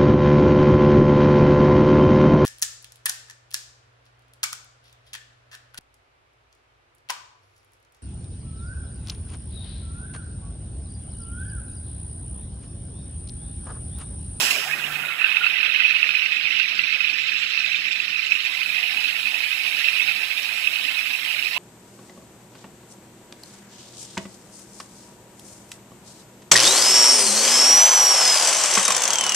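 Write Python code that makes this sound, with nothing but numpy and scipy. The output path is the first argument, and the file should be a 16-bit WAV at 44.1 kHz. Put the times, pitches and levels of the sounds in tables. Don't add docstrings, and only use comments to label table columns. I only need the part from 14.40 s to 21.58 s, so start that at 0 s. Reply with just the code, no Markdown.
import sys
import numpy as np
from scipy import signal
from scipy.fft import rfft, irfft, next_fast_len
from scipy.io import wavfile
from scipy.ndimage import uniform_filter1d, minimum_filter1d, map_coordinates

SR = 44100
rng = np.random.default_rng(int(sys.argv[2]) if len(sys.argv) > 2 else 0)


def file_out(sig):
    cols = np.atleast_2d(sig).T
    lim = np.clip(cols, -1, 1)
    pcm = np.round(lim * 32767).astype(np.int16)
    wavfile.write(sys.argv[1], SR, pcm)


def to_linear_factor(level_db):
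    exponent = np.asarray(level_db, float) / 20
    return 10 ** exponent


N = 316638

# time_s, level_db
JET_LEVEL = [(0.0, -28.5), (0.3, -32.5), (0.78, -30), (0.83, -25), (1.4, -22), (1.5, -22), (1.94, -25.5),
             (2.12, -23), (2.4, -25), (3.2, -25), (3.76, -27.5), (3.9, -26.5), (4.26, -27), (4.5, -25),
             (4.85, -28), (5.62, -23.5), (5.86, -27.5), (7.18, -27)]
# pitch_hz, spread_log_pitch, life_cycles
BUBBLE_FAMILIES = [
    (1439, 0.17, 20),
    (2733, 0.2825, 20.1),
    (4620, 0.177, 32.7),
    (7240, 0.079, 42),
]
# freq_hz, gain_db
BOTTLE_WALL = [(500, -40), (1000, -10.5), (1400, -4.5), (3000, 3), (4800, -8), (5700, -5), (6300, -15),
               (7500, -14), (10000, -40)]
# start_s, peak_db, life_cycles
POCKET_POPS = [(0.8157, -14.5, 46), (0.8433, -4, 52), (0.9687, -7, 18), (1.0654, -7, 23), (1.2293, -11, 23),
               (1.4034, -10, 17), (1.4501, -4, 21), (1.5084, -8.5, 21), (1.5644, -10, 28),
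               (1.629, -4.5, 23.4), (1.6908, -5, 9.5), (2.1982, -5, 11.5), (2.3922, -9.5, 16),
               (2.5442, -17, 18), (2.6051, -12.5, 23), (2.6446, -11, 16), (3.1758, -10, 19),
               (3.244, -14, 21), (3.6013, -10.5, 21), (3.7921, -13, 27), (3.9199, -8.5, 25),
               (4.429, -10.5, 30), (4.656, -11, 17), (4.855, -18, 22), (5.0044, -8, 8.5), (5.1602, -36, 23),
               (5.4854, -10, 14), (5.564, -10, 18), (6.2726, -8, 19), (6.3685, -11, 8.3)]
# start_s, peak_db, pitch_hz, life_cycles, pitch_rise_ratio
GLUG_EVENTS = [(0.108, -9, 2710, 21, 0.025), (.258, -23, 710, 31, 0.14), (.275, -30, 1080, 25, 0.17),
               (.295, -16, 1640, 34, .06), (.31, -24, 2070, 54, 0.22), (0.329, -27, 2526, 68, .01),
               (.335, -24, 1810, 36, 0.047), (0.44, -21, 2840, 62, 0.024), (.465, -32, 2080, 22, .03),
               (.5, -21, 1320, 25, .04), (0.554, -21, 2460, 26, .04), (.635, -19.5, 1416, 28, .03),
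               (.65, -28, 3750, 48, .01), (.695, -22.5, 1340, 39, 0.018), (1.01, -14.5, 1393, 27, 0.024),
               (1.035, -15.5, 1330, 27, 0.035), (.003, -24, 290, 7.7, .02), (7.035, -34.5, 370, 18, .05),
               (7.163, -19, 610, 8.4, 0.054), (7.166, -18, 2470, 15, .02)]
# start_s, peak_db, pitch_hz
NOZZLE_SPITS = [(1.6826, -55, 7400), (1.9431, -52, 7400), (1.966, -52, 7460), (2.3496, -49, 7300),
                (2.392, -95, 7660), (2.4165, -47, 7700), (2.5347, -60, 7450), (2.6514, -74, 7040),
                (2.866, -49, 6800), (2.9962, -44, 7580), (3.3134, -51, 7800), (3.4831, -50, 7400),
                (3.5404, -56, 7700), (3.8602, -44, 6600), (3.9191, -56, 7080), (4.0513, -48, 7400)]
FIRST_RUSH_DB = [-22, -34, -35, -32, -42.5, -41]
# freq_hz, density_db_per_hz
BURST_SPECTRUM = [(1760, -51), (3000, -0.5), (3640, -9.5), (4600, -7), (5280, 0), (6360, -7), (7250, -4),
                  (8790, -10.5), (10700, -10.5), (15600, -18)]
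# freq_hz, density_db_per_hz
HISS_SPECTRUM = [(3820, -15), (6500, -3.5), (7780, 1), (8120, 5), (8580, 2), (9510, 1), (10900, 1.5),
                 (12700, 0.5), (14200, 1), (15600, -2)]
# freq_hz, width_hz, gain_db
CASE_NOTCHES = [(8500, 300, -5.5), (9480, 170, -4), (13100, 470, -11)]
# freq_hz, density_db_per_hz
ROAR_SPECTRUM = [(210, -52), (350, -6), (487, -6), (548, -0.5), (774, 3.5), (1030, 1), (1200, -1),
                 (1560, -34), (2640, -120)]
# freq_hz, density_db_per_hz
RUMBLE_SPECTRUM = [(15, -55), (45, -24), (66, -8), (97, -17.5), (141, -3), (173, -5.5), (200, -0.5),
                   (226, -6), (258, 2), (409, -8.5), (450, -5.5), (580, -9), (990, -120)]
# freq_hz, density_db_per_hz
BOOM_SPECTRUM = [(120, -18), (140, -19), (147, 8), (155, -7), (180, -21)]
# centre_s, level_db, width_s
COUNTER_SHUDDERS = [(.29, -47, .04), (.54, -43, 0.14), (1.0, -53, 0.086), (5.25, -54, .08)]
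# freq_hz, t60_s
KITCHEN_DECAY = [(150, .3), (1000, .13), (4000, .09), (12000, .1)]
# freq_hz, gain_db
ROOM_GAIN = [(60, -16), (250, -17), (700, 0.5), (1500, 3), (2500, 1), (5000, 6), (9000, -6.5),
             (12000, -0.5), (15000, -0.5)]
# freq_hz, width_hz, gain_db
CAVITY_MODES = [(2106, 277, 2.5), (2552, 264, 18), (2975, 190, -5), (3750, 600, 1.5), (5100, 840, -8.5),
                (7330, 300, -6), (10100, 900, -13), (14900, 850, -15)]
# freq_hz, gain_db
LEFT_SHADE = [(300, 0), (800, -7), (1500, -7), (2500, -8.5), (3100, -8), (4500, -5), (6500, -6.5),
              (8800, -7), (11000, -1), (15000, 0)]
# freq_hz, phase_rad
LEFT_LEAD = [(0, 0), (860, 0.3), (1720, -0.1), (2840, 3.7), (3620, 4.8), (4390, 9.4), (5250, 8.3),
             (6370, 12.6), (6980, 12.6), (15300, 12.6)]
# freq_hz, density_db_per_hz
PORT_SPECTRUM = [(25, -22), (45, 0), (100, -2), (300, 4), (1000, -20), (9000, -26), (13000, -18),
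                 (16000, -21)]

FILL_START_S, FILL_S = 0.8, 0.76
LARGE_DB, LARGE_LOSS_DB, LARGE_FOLLOWS = -34, 7.5, 0.33
FINE_DB, FINE_GAIN_DB, FINE_FOLLOWS = -45.5, 11.5, 0.62
SPRAY_DB, SPRAY_GAIN_DB, SPRAY_S, SPRAY_RISE_S = -52, 11.5, 2.6, 0.18
SPIT_FIZZ_DB, SPIT_FIZZ_S = -4, 0.022
SMALL_POP_DB, SMALL_SPREAD_DB, SMALL_CYCLES = 7.5, 6, 30
CRACK_DB = -11
DEEP_DB, DEEP_LOSS_DB = -8, 17
RUSH_DB_PER_S, SETTLE_DB_PER_S = 61, 12.5
SETTLE_HISS_DB, SETTLE_ROAR_DB, SETTLE_RUMBLE_DB = -43, -41, -73.5
HISS_DB, ROAR_DB, RUMBLE_DB, BOOM_DB = -53, -56.5, -57.5, -59
PUFF_S, PUFF_DB, PUFF_WIDTH_S = 0.11, -31, 0.006
RELIEF_S, RELIEF_RISE_S, CREEP_S = 3.94, 0.13, 0.92
LEAK_DB, LEAK_ROAR_DB, CRACK_SHARE = -44, -53.5, 0.3
RELEASE_S, RELEASE_RISE_S, RELEASE_ROAR_DB, RELEASE_RUMBLE_DB = 7.165, 0.015, -38, -50
FACING_DB = -9
PORT_DB, TOP_HZ = -75, 15730


def bubbles():
    t = np.arange(N) / SR
    jet_db, = curves(JET_LEVEL)
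    swing_db = jet_db - jet_db.mean()
    first = to_linear_factor(-RUSH_DB_PER_S * t)
    _, rush_large_db, rush_fine_db, rush_spray_db, _, _ = FIRST_RUSH_DB

    large_db = LARGE_DB - LARGE_LOSS_DB * pressure(t) + LARGE_FOLLOWS * swing_db
    fine_db = FINE_DB + FINE_GAIN_DB * pressure(t) + FINE_FOLLOWS * swing_db
    spray_db = SPRAY_DB + SPRAY_GAIN_DB * ramp(SPRAY_S, SPRAY_RISE_S) + 2.1 * wobble(22)
    fizz = sum(to_linear_factor(db + SPIT_FIZZ_DB) * bell(t, s, SPIT_FIZZ_S) for s, db, _ in NOZZLE_SPITS)
    levels = [to_linear_factor(large_db) + to_linear_factor(rush_large_db) * first,
              to_linear_factor(jet_db - 8.5),
              to_linear_factor(fine_db) + to_linear_factor(rush_fine_db) * first,
              to_linear_factor(spray_db) + to_linear_factor(rush_spray_db) * first + fizz]

    surge_db = 1.3 * flutter(30) + 1.37 * flutter(80)
    cloud = np.zeros(N)
    for (hz, spread, cycles), level in zip(BUBBLE_FAMILIES, levels):
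        when, side, rare = rng.random((3, 3000))
        pitch_hz = hz * np.exp(spread * rng.standard_normal(3000))
        size_db = np.minimum(-2.8 * np.log(rare + 1e-9), 13)
        gain = to_linear_factor(size_db) * np.sign(side - 0.5)
        swarm = rings(when * N / SR, pitch_hz, cycles, gain, glide=0.048, onset=1.53, size=400)
        band = [(hz * np.exp(k * spread), db) for k, db in [(-4, -24), (-1, 0), (1, 0), (4, -24)]]
        foam = rush(band, patchy_db=2.17)
        cloud += level * to_linear_factor(surge_db + 0.41 * flutter(30)) * unit(unit(swarm) + 0.99 * foam)
    return filtered(cloud, lambda f: to_linear_factor(along(BOTTLE_WALL, f)))


def pops(count=90):
    when_s, size = rng.random(count) * N / SR, rng.standard_normal(count)
    jet_db = np.interp(when_s, *np.transpose(JET_LEVEL))
    small_db = jet_db + SMALL_POP_DB + SMALL_SPREAD_DB * np.clip(size, -2, 1.2)
    small = np.array([when_s, small_db, np.full(count, SMALL_CYCLES)])
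    large = np.transpose(POCKET_POPS) + [[0], [6], [0]]
    s, db, cycles = np.hstack([small, large])

    knock_dev, deep_dev, chance = rng.standard_normal((len(s), 3)).T
    knock_hz = 2590 * np.exp(0.049 * knock_dev)
    crack_hz = 3400 * np.exp(0.15 * chance)
    deep_hz = 1450 * np.exp(0.052 * deep_dev)
    deep_db = db + DEEP_DB - DEEP_LOSS_DB * pressure(s) + 1.9 * chance
    knock = rings(s, knock_hz, np.clip(cycles, 2, 40), to_linear_factor(db - 13.5), glide=0.0073, size=900)
    crack = rings(s, crack_hz, 5.1, to_linear_factor(db + CRACK_DB), glide=0.022, size=128)
    deep = rings(s, deep_hz, 8.3, to_linear_factor(deep_db), glide=0.025)
    return knock + crack + deep


def glugs():
    s, db, hz, cycles, rise = np.transpose(GLUG_EVENTS)
    return rings(s, hz, cycles, to_linear_factor(db), glide=rise[:, None], onset=6.5, size=2400)


def spits():
    s, db, hz = np.transpose(NOZZLE_SPITS)
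    return rings(s, hz, 124, to_linear_factor(db + 9.5), glide=0.011, onset=12, size=1200)


def valve():
    t = np.arange(N) / SR
    first, settle = to_linear_factor(-RUSH_DB_PER_S * t), to_linear_factor(-SETTLE_DB_PER_S * t)
    release = ramp(RELEASE_S, RELEASE_RISE_S)
    creep = 1 - np.exp(-np.maximum(t - RELIEF_S, 0) / CREEP_S)
    leak = ramp(RELIEF_S, RELIEF_RISE_S) * (CRACK_SHARE + (1 - CRACK_SHARE) * creep)
    rush_burst_db, _, _, _, rush_roar_db, rush_rumble_db = FIRST_RUSH_DB

    burst_level = to_linear_factor(rush_burst_db) * first + to_linear_factor(PUFF_DB) * bell(t, PUFF_S, PUFF_WIDTH_S)
    burst = burst_level * rush(BURST_SPECTRUM, patchy_db=1.5)

    hiss_level = to_linear_factor(HISS_DB) + to_linear_factor(SETTLE_HISS_DB) * settle + to_linear_factor(LEAK_DB) * leak
    hiss = hiss_level * to_linear_factor(0.9 * flutter(20)) * rush(HISS_SPECTRUM, patchy_db=1.5)
    hiss = filtered(hiss, lambda f: to_linear_factor(sum(db * bell(f, hz, width) for hz, width, db in CASE_NOTCHES)))

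    roar_level = (to_linear_factor(ROAR_DB) + to_linear_factor(rush_roar_db) * first + to_linear_factor(SETTLE_ROAR_DB) * settle
                  + to_linear_factor(LEAK_ROAR_DB) * leak + to_linear_factor(RELEASE_ROAR_DB) * release)
    roar = roar_level * to_linear_factor(0.27 * wobble(10)) * rush(ROAR_SPECTRUM, patchy_db=3.5)

    rumble_level = (to_linear_factor(RUMBLE_DB) + to_linear_factor(rush_rumble_db) * first + to_linear_factor(SETTLE_RUMBLE_DB) * settle
                    + to_linear_factor(RELEASE_RUMBLE_DB) * release)
    rumble = rumble_level * to_linear_factor(0.81 * wobble(5.5)) * rush(RUMBLE_SPECTRUM, patchy_db=3.0)

    shudder = sum(to_linear_factor(db) * bell(t, s, width) for s, db, width in COUNTER_SHUDDERS)
    boom = (to_linear_factor(BOOM_DB + 1.5 * wobble(3.94)) + shudder) * rush(BOOM_SPECTRUM, patchy_db=-2.0)
    return burst + hiss + roar + rumble + boom


def kitchen(x, count=8):
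    hz, t, z = signal.stft(rng.standard_normal((count, 2, SR // 3)), SR, nperseg=256)
    z = z * to_linear_factor(-60 * t / along(KITCHEN_DECAY, hz)[:, None])
    z = z / np.sqrt(np.mean(abs(z) ** 2, axis=(0, 1, 3), keepdims=True))
    tails = signal.istft(z, SR, nperseg=256)[1]
    tails = tails / np.linalg.norm(tails[0, 0])
    away = (np.arange(N) / (SR // 24) - np.arange(count)[:, None]) % count
    turns = np.sin(np.pi / 2 * np.clip(away, 0, 2))
    wet = signal.fftconvolve((turns * x)[:, None], tails, axes=2).sum(axis=0)
    late = np.pad(wet, ((0, 0), (130, 0)))[:, :N]
    return filtered(late, lambda f: to_linear_factor(along(ROOM_GAIN, f)))


def port_noise():
    return to_linear_factor(PORT_DB) * np.array([rush(PORT_SPECTRUM, patchy_db=1.1) for _ in range(2)])


def right_port(f):
    return 1 + sum(to_linear_factor(db) * 1j * f * w / (c * c - f * f + 1j * f * w) for c, w, db in CAVITY_MODES)


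def left_port(f):
    return to_linear_factor(along(LEFT_SHADE, f)) * np.exp(1j * (along(LEFT_LEAD, f) + np.angle(right_port(f))))


def rings(s, hz, cycles, gain, glide, onset=1.0, size=256):
    k = np.arange(size)
    turn = hz[:, None] * k / SR
    life = turn / np.reshape(cycles, (-1, 1))
    envelope = gain[:, None] * np.exp(-3 * life) * (1 - np.exp(-turn / onset))
    wave = envelope * np.sin(2 * np.pi * turn * (1 + glide * life))
    at = np.round(s * SR).astype(int)[:, None] + k
    return np.bincount(at.ravel(), wave.ravel(), N + size)[:N]


def rush(spectrum, patchy_db):
    z = signal.stft(rng.standard_normal(N), nperseg=512)[2]
    field = uniform_filter1d(rng.standard_normal(z.shape), size=5, axis=0)
    field = uniform_filter1d(field, size=8, axis=1)
    noise = signal.istft(z * to_linear_factor(patchy_db * unit(field)), nperseg=512)[1][:N]
    return unit(filtered(noise, lambda f: to_linear_factor(along(spectrum, f))))


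def pressure(s):
    return 1 - np.exp(-np.maximum(s - FILL_START_S, 0) / FILL_S)


def ramp(at_s, rise_s):
    return 0.5 + 0.5 * np.tanh((np.arange(N) / SR - at_s) / rise_s)


def bell(x, centre, width):
    return np.exp(-((x - centre) / width) ** 2)


def wobble(rate_hz):
    knots = rng.standard_normal(int(N * rate_hz / SR) + 4)
    return map_coordinates(knots, [np.arange(N) * rate_hz / SR])


def flutter(rate_hz):
    curve = wobble(rate_hz)
    return curve - uniform_filter1d(curve, size=SR // 14)


def curves(rows):
    s, *cols = np.transpose(rows)
    return [np.interp(np.arange(N) / SR, s, c) for c in cols]


def along(points, hz):
    f, v = np.transpose(points)
    return np.interp(np.log(hz + 1), np.log(f + 1), v)


def filtered(x, response):
    m = next_fast_len(N + SR // 2)
    return irfft(rfft(x, m) * response(np.fft.rfftfreq(m, 1 / SR)), m)[..., :N]


def unit(x):
    return x / np.sqrt(np.mean(x ** 2) + 1e-20)


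def scene():
    machine = bubbles() + pops() + glugs() + spits() + valve()
    return machine + to_linear_factor([[0], [FACING_DB]]) * kitchen(machine)


def top_cut(x):
    return signal.sosfilt(signal.butter(12, 15730, fs=SR, output="sos"), x)


def record(dry):
    heard = filtered(dry, lambda f: np.array([left_port(f), right_port(f)]) * (f < TOP_HZ))
    x = heard + filtered(port_noise(), lambda f: f < TOP_HZ)
    needed = np.minimum(1, 0.99 / (abs(x).max(axis=0) + 1e-9))
    mix = x * uniform_filter1d(minimum_filter1d(needed, size=301), size=151)
    return top_cut(mix)


dry = scene()
out = record(dry)
file_out(out)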